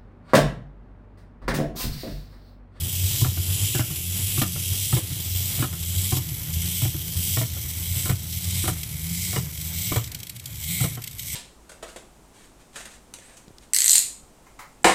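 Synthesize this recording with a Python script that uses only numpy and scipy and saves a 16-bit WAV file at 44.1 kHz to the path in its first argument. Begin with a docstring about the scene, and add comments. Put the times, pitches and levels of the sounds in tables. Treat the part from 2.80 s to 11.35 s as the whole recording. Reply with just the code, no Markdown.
"""A clockwork animal of bolted metal strips walks over a parquet floor in a small room.
From the start its governor (a spinning brake) whirrs against the steel frame and makes the boards hum.
In each stride the motor slows to lift the body, then races as it drops and two feet clack and thump down.
As the walk goes on, one droning floorboard fades away. Near the end the spring almost stalls and
single ticks of the drive stand out; the feet land once more, and the last stride is left unfinished."""
import sys
import numpy as np
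from scipy import signal
from scipy.io import wavfile
from scipy.ndimage import uniform_filter1d

SR = 44100
rng = np.random.default_rng(int(sys.argv[2]) if len(sys.argv) > 2 else 0)


def transcribe(signal):
    """Save signal, clipped to [-1, 1], as a 16-bit WAV file at the path in sys.argv[1]."""
    frames = np.atleast_2d(signal).T
    limited = np.clip(frames, -1, 1)
    pcm = np.round(limited * 32767).astype(np.int16)
    wavfile.write(sys.argv[1], SR, pcm)


N = 377055
TIME = np.arange(N) / SR
WALK_START_S, WALK_END_S = -0.25, 8.674   # the walk begins before the sound and ends after it

# Levels in the tables are relative: each function sets its own overall level.
# The motor in each stride:
# run_up_s, slowest_hz, fastest_hz, slow_whirr_db, fast_whirr_db, hum_db, hum_octave_db
STRIDES = [(.44, 82, 99, -31, -22.5, -26.5, -39.5), (0.41, 85.5, 102, -29.5, -23.5, -27, -48),
           (.38, 84.5, 100, -29.5, -23.5, -31, -31.5), (.43, 84.5, 99, -29.5, -23, -27, -47),
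           (.42, 84, 96, -31.5, -23.5, -26.5, -38), (.35, 83, 95.5, -32.5, -24, -28.5, -35),
           (.40, 77.5, 90, -32.5, -24, -28.5, -32), (.42, 80, 91, -33.5, -24.5, -28, -37.5),
           (.36, 80.5, 92.5, -32.5, -24.5, -27, -37.5), (.41, 81.5, 91.5, -34.5, -24.5, -27.5, -30),
           (.39, 76, 91.5, -34.5, -24.5, -29, -28.5), (.38, 76, 88.5, -35, -25.5, -32.5, -37.5),
           (0.38, 55, 90, -49.5, -24.5, -39.5, -30.5), (.42, 46, 88, -47, -25, -38, -46)]
# Ringing notes of the steel frame and side plates:
# pitch_hz, width_hz, walk_start_db, walk_end_db, extra_db_per_db_of_rubbing
FRAME_NOTES = [(2160, 350, -13.5, 1.5, 0.07), (2780, 1130, -6, -13, 0.04), (3210, 604, -1, -4, -0.23),
               (3863, 910, -7, -5.5, 0.02), (4920, 1120, -5.5, -10.5, 0), (5890, 1420, -6, -5.5, -0.28),
               (7135, 650, -3, -4, -0.02), (7770, 370, -0.5, 0.5, -0.1), (8240, 570, -3, 1.5, 0.26),
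               (10170, 2870, -1.5, -6.5, -0.03), (11670, 850, -2, -3.5, -0.7),
               (13180, 1320, -1.5, -1, -0.2), (14800, 2400, -4, -4, 0)]
# Two feet landing one just after the other: start_s, second_foot_delay_s, first_clack_db,
# second_clack_db, frame_jolt_db, first_thump_db, second_thump_db, scuff_hz, hollow_note_db
LANDINGS = [(0.412, .034, -24, -15, -31, -5, -12, 1040, -3),
            (0.947, 0.045, -13, -12, -24, -10, -11, 1500, 4),
            (1.575, 0.04, -19, -7.5, -12, -8.5, -27, 1180, 1.5),
            (2.125, 0.04, -15.5, -15.5, -24, -4, -8, 830, 1.5),
            (2.788, 0.034, -23.5, -9.5, -30, -5.5, -15, 1280, 1.5),
            (3.320, 0.046, -16, -18.5, -15, -7, -14.5, 1000, 4),
            (4.017, 0.03, -22.5, -23.5, -41, -8.5, -9.5, 800, -1),
            (4.568, 0.044, -15.5, -18, -22, -10.5, -14, 606, -9),
            (5.256, .037, -18.5, -15.5, -19, -28, -4.5, 1310, -5),
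            (5.838, 0.039, -13.5, -10, -14, -20, -12.5, 1310, -1),
            (6.529, .031, -23, -15, -25, -18, -12.5, 1040, -15),
            (7.117, 0.042, -12, -11.5, -14.5, -24, -8, 1140, -10),
            (8.003, .035, -22.5, -16.5, -17, -9.5, -11, 654, -9)]
# The body rocking back on to a raised foot after some landings: start_s, clack_db, thump_db
ROCK_BACKS = [(0.569, -24.5, -21), (1.102, -32, -18), (1.759, -27.5, -21), (2.303, -38, -16),
              (2.928, -28, -27), (3.508, -36.5, -17.5), (4.141, -29, -17), (4.765, -30, -21),
              (8.171, -25, -25.5)]
# Ringing notes of leg and board under a foot: pitch_hz, level_db, ring_s (time to fade by 60 dB)
FOOT_NOTES = [(327, 7.5, 0.043), (378, -8.5, 0.11), (482, -6, 0.082), (593, -3.5, 0.078), (733, 3, 0.029),
              (760, -27, 0.018), (1020, -2.5, 0.043), (1206, 1, 0.015), (1350, -12.5, 0.049),
              (1370, 0, 0.017), (1760, 3.5, 0.012), (1980, -7, 0.014), (2265, -0.5, 0.017),
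              (2880, -4, 0.054)]
# Deep notes of the floor: pitch_hz, level_db, ring_s
FLOOR_NOTES = [(92, -6.5, 0.15), (111.5, 0.5, 0.26), (126.6, 8, 0.16), (176.7, -4, 0.094),
               (225, -15.5, 0.12), (299.5, -4.5, 0.073), (341, -16, 0.13)]
# The clearest ticks of chain and linkage: start_s, level_db
CLEAR_TICKS = [(4.903, -22.5), (6.0305, -16.5), (6.7730, -22), (7.2400, -21), (7.2735, -23.5),
               (7.3160, -21.5), (7.3455, -16), (7.4000, -24.5), (7.4295, -19.5), (7.4675, -23.5),
               (7.4945, -18.5), (7.5620, -24), (7.5960, -24), (7.6560, -18), (8.1510, -25), (8.2170, -25),
               (8.2382, -18), (8.2730, -18), (8.3285, -28), (8.3925, -16.5)]
# Tone of the gear rumble carried by the floor: pitch_hz, level_db
RUMBLE_SPECTRUM = [(25, -21), (50, 1.5), (80, -1.5), (120, 17), (165, -16), (230, -3), (330, -30),
                   (480, -37), (730, -21), (1000, -24), (1600, -22), (2400, -17.5)]
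# A droning floorboard fading as the animal leaves it behind: time_s, level_db
DRONE_FADE = [(0, -43), (1.1, -44), (3.4, -48), (4.4, -49), (6.2, -68), (8.55, -77)]
# Tone of the still room: pitch_hz, level_db
AIR_SPECTRUM = [(25, -28), (60, -16), (115, -2), (400, -36), (620, -21), (950, -19), (1600, -29),
                (3000, -2), (15000, -5)]


def motor():
    """Lifting the body brakes the motor. Gives its speed in Hz and the whirr, hum and octave in dB."""
    _, slow_hz, fast_hz, soft_db, loud_db, top_hum_db, stride_octave_db = np.transpose(STRIDES)
    _, since_s, until_s = gait()
    speed_hz = stride_curve(slow_hz, fast_hz, fall_per_s=115, hold_s=0.02, coast_s=0.035)
    # The governor lets go of its drum as it slows.
    whirr_db = stride_curve(soft_db, loud_db, fall_per_s=139, hold_s=0.034, coast_s=0.091)
    low_hum_db = top_hum_db - 1.11 * (loud_db - soft_db)
    hum_db = stride_curve(low_hum_db, top_hum_db, fall_per_s=84, hold_s=0, coast_s=0.15)
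    # Around a landing the legs bear less weight and pass on less hum.
    hum_db -= 4 * bump(np.minimum(since_s, until_s), width_s=0.092)
    # A board rings when the hum's octave (twice its pitch) sweeps through the board's own note.
    octave_hz, board_hz, board_width_hz = 2 * speed_hz, 170, 17
    board_gain = (octave_hz / board_hz) ** 0.96 / np.hypot(1, 2 * (octave_hz - board_hz) / board_width_hz)
    stride_ends_s = np.r_[np.transpose(LANDINGS)[0], WALK_END_S]
    octave_db = np.interp(TIME, stride_ends_s, stride_octave_db) + 20 * np.log10(board_gain)
    octave_db += 1.5 * bump(since_s - 0.054, width_s=0.098)   # landing presses the legs on to that board
    return speed_hz, whirr_db, hum_db, octave_db


def gait():
    """At every sample: which stride it is, the seconds since it began and the seconds until it ends."""
    edges_s = np.r_[WALK_START_S, np.transpose(LANDINGS)[0], WALK_END_S]
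    stride = np.searchsorted(edges_s[1:-1], TIME)
    return stride, TIME - edges_s[stride], edges_s[stride + 1] - TIME


def stride_curve(lows, highs, fall_per_s, hold_s, coast_s):
    """The shape of a stride: a steady fall, a low stretch, then a run-up that tops out before landing."""
    stride, since_s, until_s = gait()
    run_up_s = np.transpose(STRIDES)[0][stride]
    falling = np.r_[lows[0], highs][stride] - fall_per_s * np.maximum(since_s - hold_s, 0)
    risen = np.clip((run_up_s - until_s) / np.maximum(run_up_s - coast_s, 1e-3), 0, 1)
    return np.maximum(falling, lows[stride] + (highs - lows)[stride] * risen)


def whirr(pace, turns, whirr_db, hits_per_s=4500):
    """The governor rubs its drum and gear teeth meet: tiny hits that thin out and stutter when slow."""
    crowding = pace ** 3.3
    hits = rng.random(N) < hits_per_s * crowding / SR
    sizes = from_db(-rng.standard_normal(N)) / np.sqrt(crowding)
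    throb = 1 + 0.084 * np.cos(2 * np.pi * turns)
    stutter = from_db(drift(38) / pace ** 2.8)
    rub_db = np.maximum(whirr_db - np.median(whirr_db), -8)
    return rms_one(steel_frame(hits * sizes * throb * stutter, rub_db)) * from_db(whirr_db - 3)


def steel_frame(hits, rub_db=0):
    """Hits make the steel plates ring; the tone sways with the stance and shifts along the walk."""
    walked, out = TIME / TIME[-1], 0
    for hz, width_hz, start_db, end_db, rub_growth in FRAME_NOTES:
        ring = double_resonance(hits * rng.choice([-1, 1], N), hz, width_hz)
        level_db = start_db + (end_db - start_db) * walked + rub_growth * rub_db + 1.5 * drift(1.45)
        out += ring * from_db(level_db)
    return high_pass(out, hz=1900)


def footfalls():
    """Every touch of the floor: start_s, clack_db, jolt_db, thump_db, scuff_hz, hollow_note_db."""
    for start_s, delay_s, clack1_db, clack2_db, jolt_db, thump1_db, thump2_db, *spot in LANDINGS:
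        yield start_s, clack1_db, jolt_db - 8, thump1_db, *spot   # the first foot jolts the frame less
        yield start_s + delay_s, clack2_db, jolt_db, thump2_db, *spot
    for start_s, clack_db, thump_db in ROCK_BACKS:
        yield start_s, clack_db, -np.inf, thump_db, 1360, 0   # rocking leaves the frame still


def clacks(bounce_s=0.017, bounce_loss_db=9):
    """A foot hits the wood and bounces once: it rings leg and board, scuffs, and jolts the frame."""
    wood, scuffs, jolts = np.zeros((3, N))
    for start_s, clack_db, jolt_db, _, scuff_hz, hollow_db in footfalls():
        notes = np.array(FOOT_NOTES)
        notes[0, 1] += hollow_db   # the lowest note is the board's and depends on the spot
        for at_s, peak_db in (start_s, clack_db), (start_s + bounce_s, clack_db - bounce_loss_db):
            blow = chatter(fade_s=0.0052, per_s=3000)
            ring = struck(notes, spread_db=1.5, detune=0.039)
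            add(wood, at_s, signal.fftconvolve(blow, ring), peak_db - 10)
            slide = chatter(fade_s=0.013, per_s=3500)
            add(scuffs, at_s, double_resonance(slide, scuff_hz, width_hz=300), peak_db - 21)
        add(jolts, start_s, chatter(fade_s=0.011, per_s=10000), jolt_db - 5)
    return wood + scuffs + steel_frame(jolts)


def thumps(lag_s=0.00426, press_s=0.007):
    """Just after a foot touches, the weight comes down softly and sets the boards swinging."""
    out = np.zeros(N)
    onset = 1 - bump(TIME[:SR // 5], press_s)
    for start_s, _, _, thump_db, _, _ in footfalls():
        add(out, start_s + lag_s, onset * struck(FLOOR_NOTES, spread_db=0.5, detune=0.051), thump_db - 7)
    return out


def ticks(pace, whirr_db, loose_per_s=16):
    """Chain links and loose leg joints snap over and rattle the frame, mostly while the motor labours."""
    snaps = np.zeros(N)
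    # Loose ticks come only below the usual pace, and grow rarer near a stall.
    loose = (rng.random(N) < loose_per_s * pace ** 2.5 / SR) & (pace < 1)
    loose_db = -23 + 0.47 * (whirr_db - np.median(whirr_db)) + 2.5 * rng.standard_normal(N)
    for start_s, tick_db in CLEAR_TICKS + list(zip(TIME[loose], loose_db[loose])):
        add(snaps, start_s, chatter(fade_s=0.003, per_s=9000, swell_s=0.012), tick_db - 5.5)
    links = high_pass(resonance(snaps, hz=3800, width_hz=3500), hz=1770)
    return steel_frame(snaps) + from_db(-3) * links


def hum(turns, hum_db, octave_db):
    """The governor is off balance and shakes the floor through the legs, once and twice a turn."""
    low_note = from_db(hum_db - 1 + 4.5 * drift(16)) * np.sin(2 * np.pi * turns)
    octave = from_db(octave_db - 5.5 + 3.5 * drift(16)) * np.sin(2 * np.pi * 2 * turns)
    return np.sqrt(2) * (low_note + octave)


def rumble(pace):
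    """The gears tremble more the faster they run, and keep the floor's strongest note booming."""
    boom = rms_one(resonance(rng.standard_normal(N), hz=117, width_hz=14))
    tremor = from_db(-40) * coloured_noise(RUMBLE_SPECTRUM) + from_db(-41) * boom
    return tremor * pace ** 1.63 * from_db(2 * drift(9.7))


def drone(turns):
    """Once a turn the motor nudges a floorboard, never twice alike."""
    nudges = np.diff(np.floor(turns), prepend=0) * (1 + 0.47 * rng.standard_normal(N))
    fade_db = np.interp(TIME, *np.transpose(DRONE_FADE))
    return rms_one(double_resonance(nudges, hz=318, width_hz=175)) * from_db(fade_db - 8.5)


def room(sound, echo_db=-13, first_echo_s=0.0069, ring_s=0.22):
    """A blur of echoes from door and walls follows the direct sound."""
    t = TIME[:SR // 2]
    tail = rng.standard_normal(len(t)) * from_db(-60 * t / ring_s) * (t > first_echo_s)
    return sound + from_db(echo_db) * signal.fftconvolve(sound, tail / np.linalg.norm(tail))[:N]


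def room_air():
    """The faint, steady hiss of the still room."""
    return from_db(-53.5) * coloured_noise(AIR_SPECTRUM)


def chatter(fade_s, per_s, swell_s=0.003):
    """Loose parts meet in a quick run of tiny touches that swells and dies."""
    t = TIME[:SR // 16]
    touches = (rng.random(len(t)) < per_s / SR) | (t == 0)
    swell = 1 - np.exp(-(t + 1 / SR) / swell_s)
    return touches * rng.choice([-1, 1], len(t)) * np.exp(-t / fade_s) * swell


def struck(notes, spread_db, detune):
    """Notes ring and fade after a blow, each a little different in strength and pitch every time."""
    t = TIME[:SR // 5]
    hz, level_db, ring_s = np.transpose(notes)[:, :, None]
    strength, shift = rng.standard_normal((2, len(notes), 1))
    fades = from_db(level_db + spread_db * strength - 60 * t / ring_s)
    return np.sum(fades * np.sin(2 * np.pi * hz * (1 + detune * shift) * t), axis=0)


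def add(track, start_s, sound, level_db):
    """Lay a sound into a track; its level is that of its loudest two milliseconds."""
    start = max(round(start_s * SR), 0)
    loudest = np.sqrt(uniform_filter1d(sound ** 2, size=SR // 500).max())
    track[start:start + len(sound)] += (from_db(level_db) * sound / loudest)[:N - start]


def coloured_noise(spectrum):
    """Noise built from half-octave bands, each turned up or down to follow a spectrum."""
    hz, level_db = np.transpose(spectrum)
    edges_hz = 20 * 2 ** np.arange(0, 10, 0.5)
    white, out = rng.standard_normal((2, N)), 0
    for k, (low, high) in enumerate(zip(edges_hz, edges_hz[1:])):
        if low < hz[-1]:
            band = signal.sosfilt(signal.butter(2, [low, high], "band", fs=SR, output="sos"), white[k % 2])
            out += band * from_db(np.interp(np.log(low * high) / 2, np.log(hz), level_db))
    return rms_one(out)


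def drift(rate_hz, step=40):
    """A smooth random wobble of typical size 1, worked out once every step samples."""
    r = np.exp(-2 * np.pi * rate_hz * step / SR)
    slow = signal.lfilter([1], [1, -2 * r, r * r], rng.standard_normal(N // step + 2002))[2000:]
    return np.interp(np.arange(N) / step, np.arange(len(slow)), rms_one(slow))


def resonance(sound, hz, width_hz):
    """Let through the part of a sound near one pitch."""
    r = np.exp(-np.pi * width_hz / SR)
    feedback = [1, -2 * r * np.cos(2 * np.pi * hz / SR), r * r]
    return signal.lfilter(np.array([1, 0, -1]) * (1 - r * r) / 2, feedback, sound + 1e-18)


def double_resonance(sound, hz, width_hz):
    """The same resonance twice, for a clearer pitch."""
    return resonance(resonance(sound, hz, width_hz), hz, width_hz)


def high_pass(sound, hz):
    """Cut away what lies below a pitch."""
    return signal.sosfilt(signal.butter(4, hz, "high", fs=SR, output="sos"), sound + 1e-18)


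def bump(t, width_s):
    """A smooth hump of height 1 around zero."""
    return np.exp(-(t / width_s) ** 2)


def from_db(db):
    """Turn decibels into a number to multiply by."""
    return 10 ** (np.asarray(db) / 20)


def rms_one(sound):
    """Scale a sound to an average strength (rms) of 1."""
    return sound / np.sqrt(np.mean(sound ** 2) + 1e-20)


def scene():
    """The motor and the footsteps sound through the metal and the floor, over the room's hiss."""
    speed_hz, whirr_db, hum_db, octave_db = motor()
    pace = speed_hz / np.median(speed_hz)   # 1 is the usual speed
    turns = np.cumsum(speed_hz * (1 + 0.0051 * drift(14))) / SR   # the governor's turns so far
    air = room_air()
    floor = hum(turns, hum_db, octave_db) + rumble(pace) + drone(turns) + thumps()
    metal = whirr(pace, turns, whirr_db) + clacks() + ticks(pace, whirr_db)
    return (room(metal) + floor + air)[None]


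def record(dry):
    """Cut the highest treble steeply, above 15250 Hz."""
    return signal.sosfilt(signal.ellip(12, 0.2, 80, 15250, fs=SR, output="sos"), dry)


dry = scene()
out = record(dry)
transcribe(out)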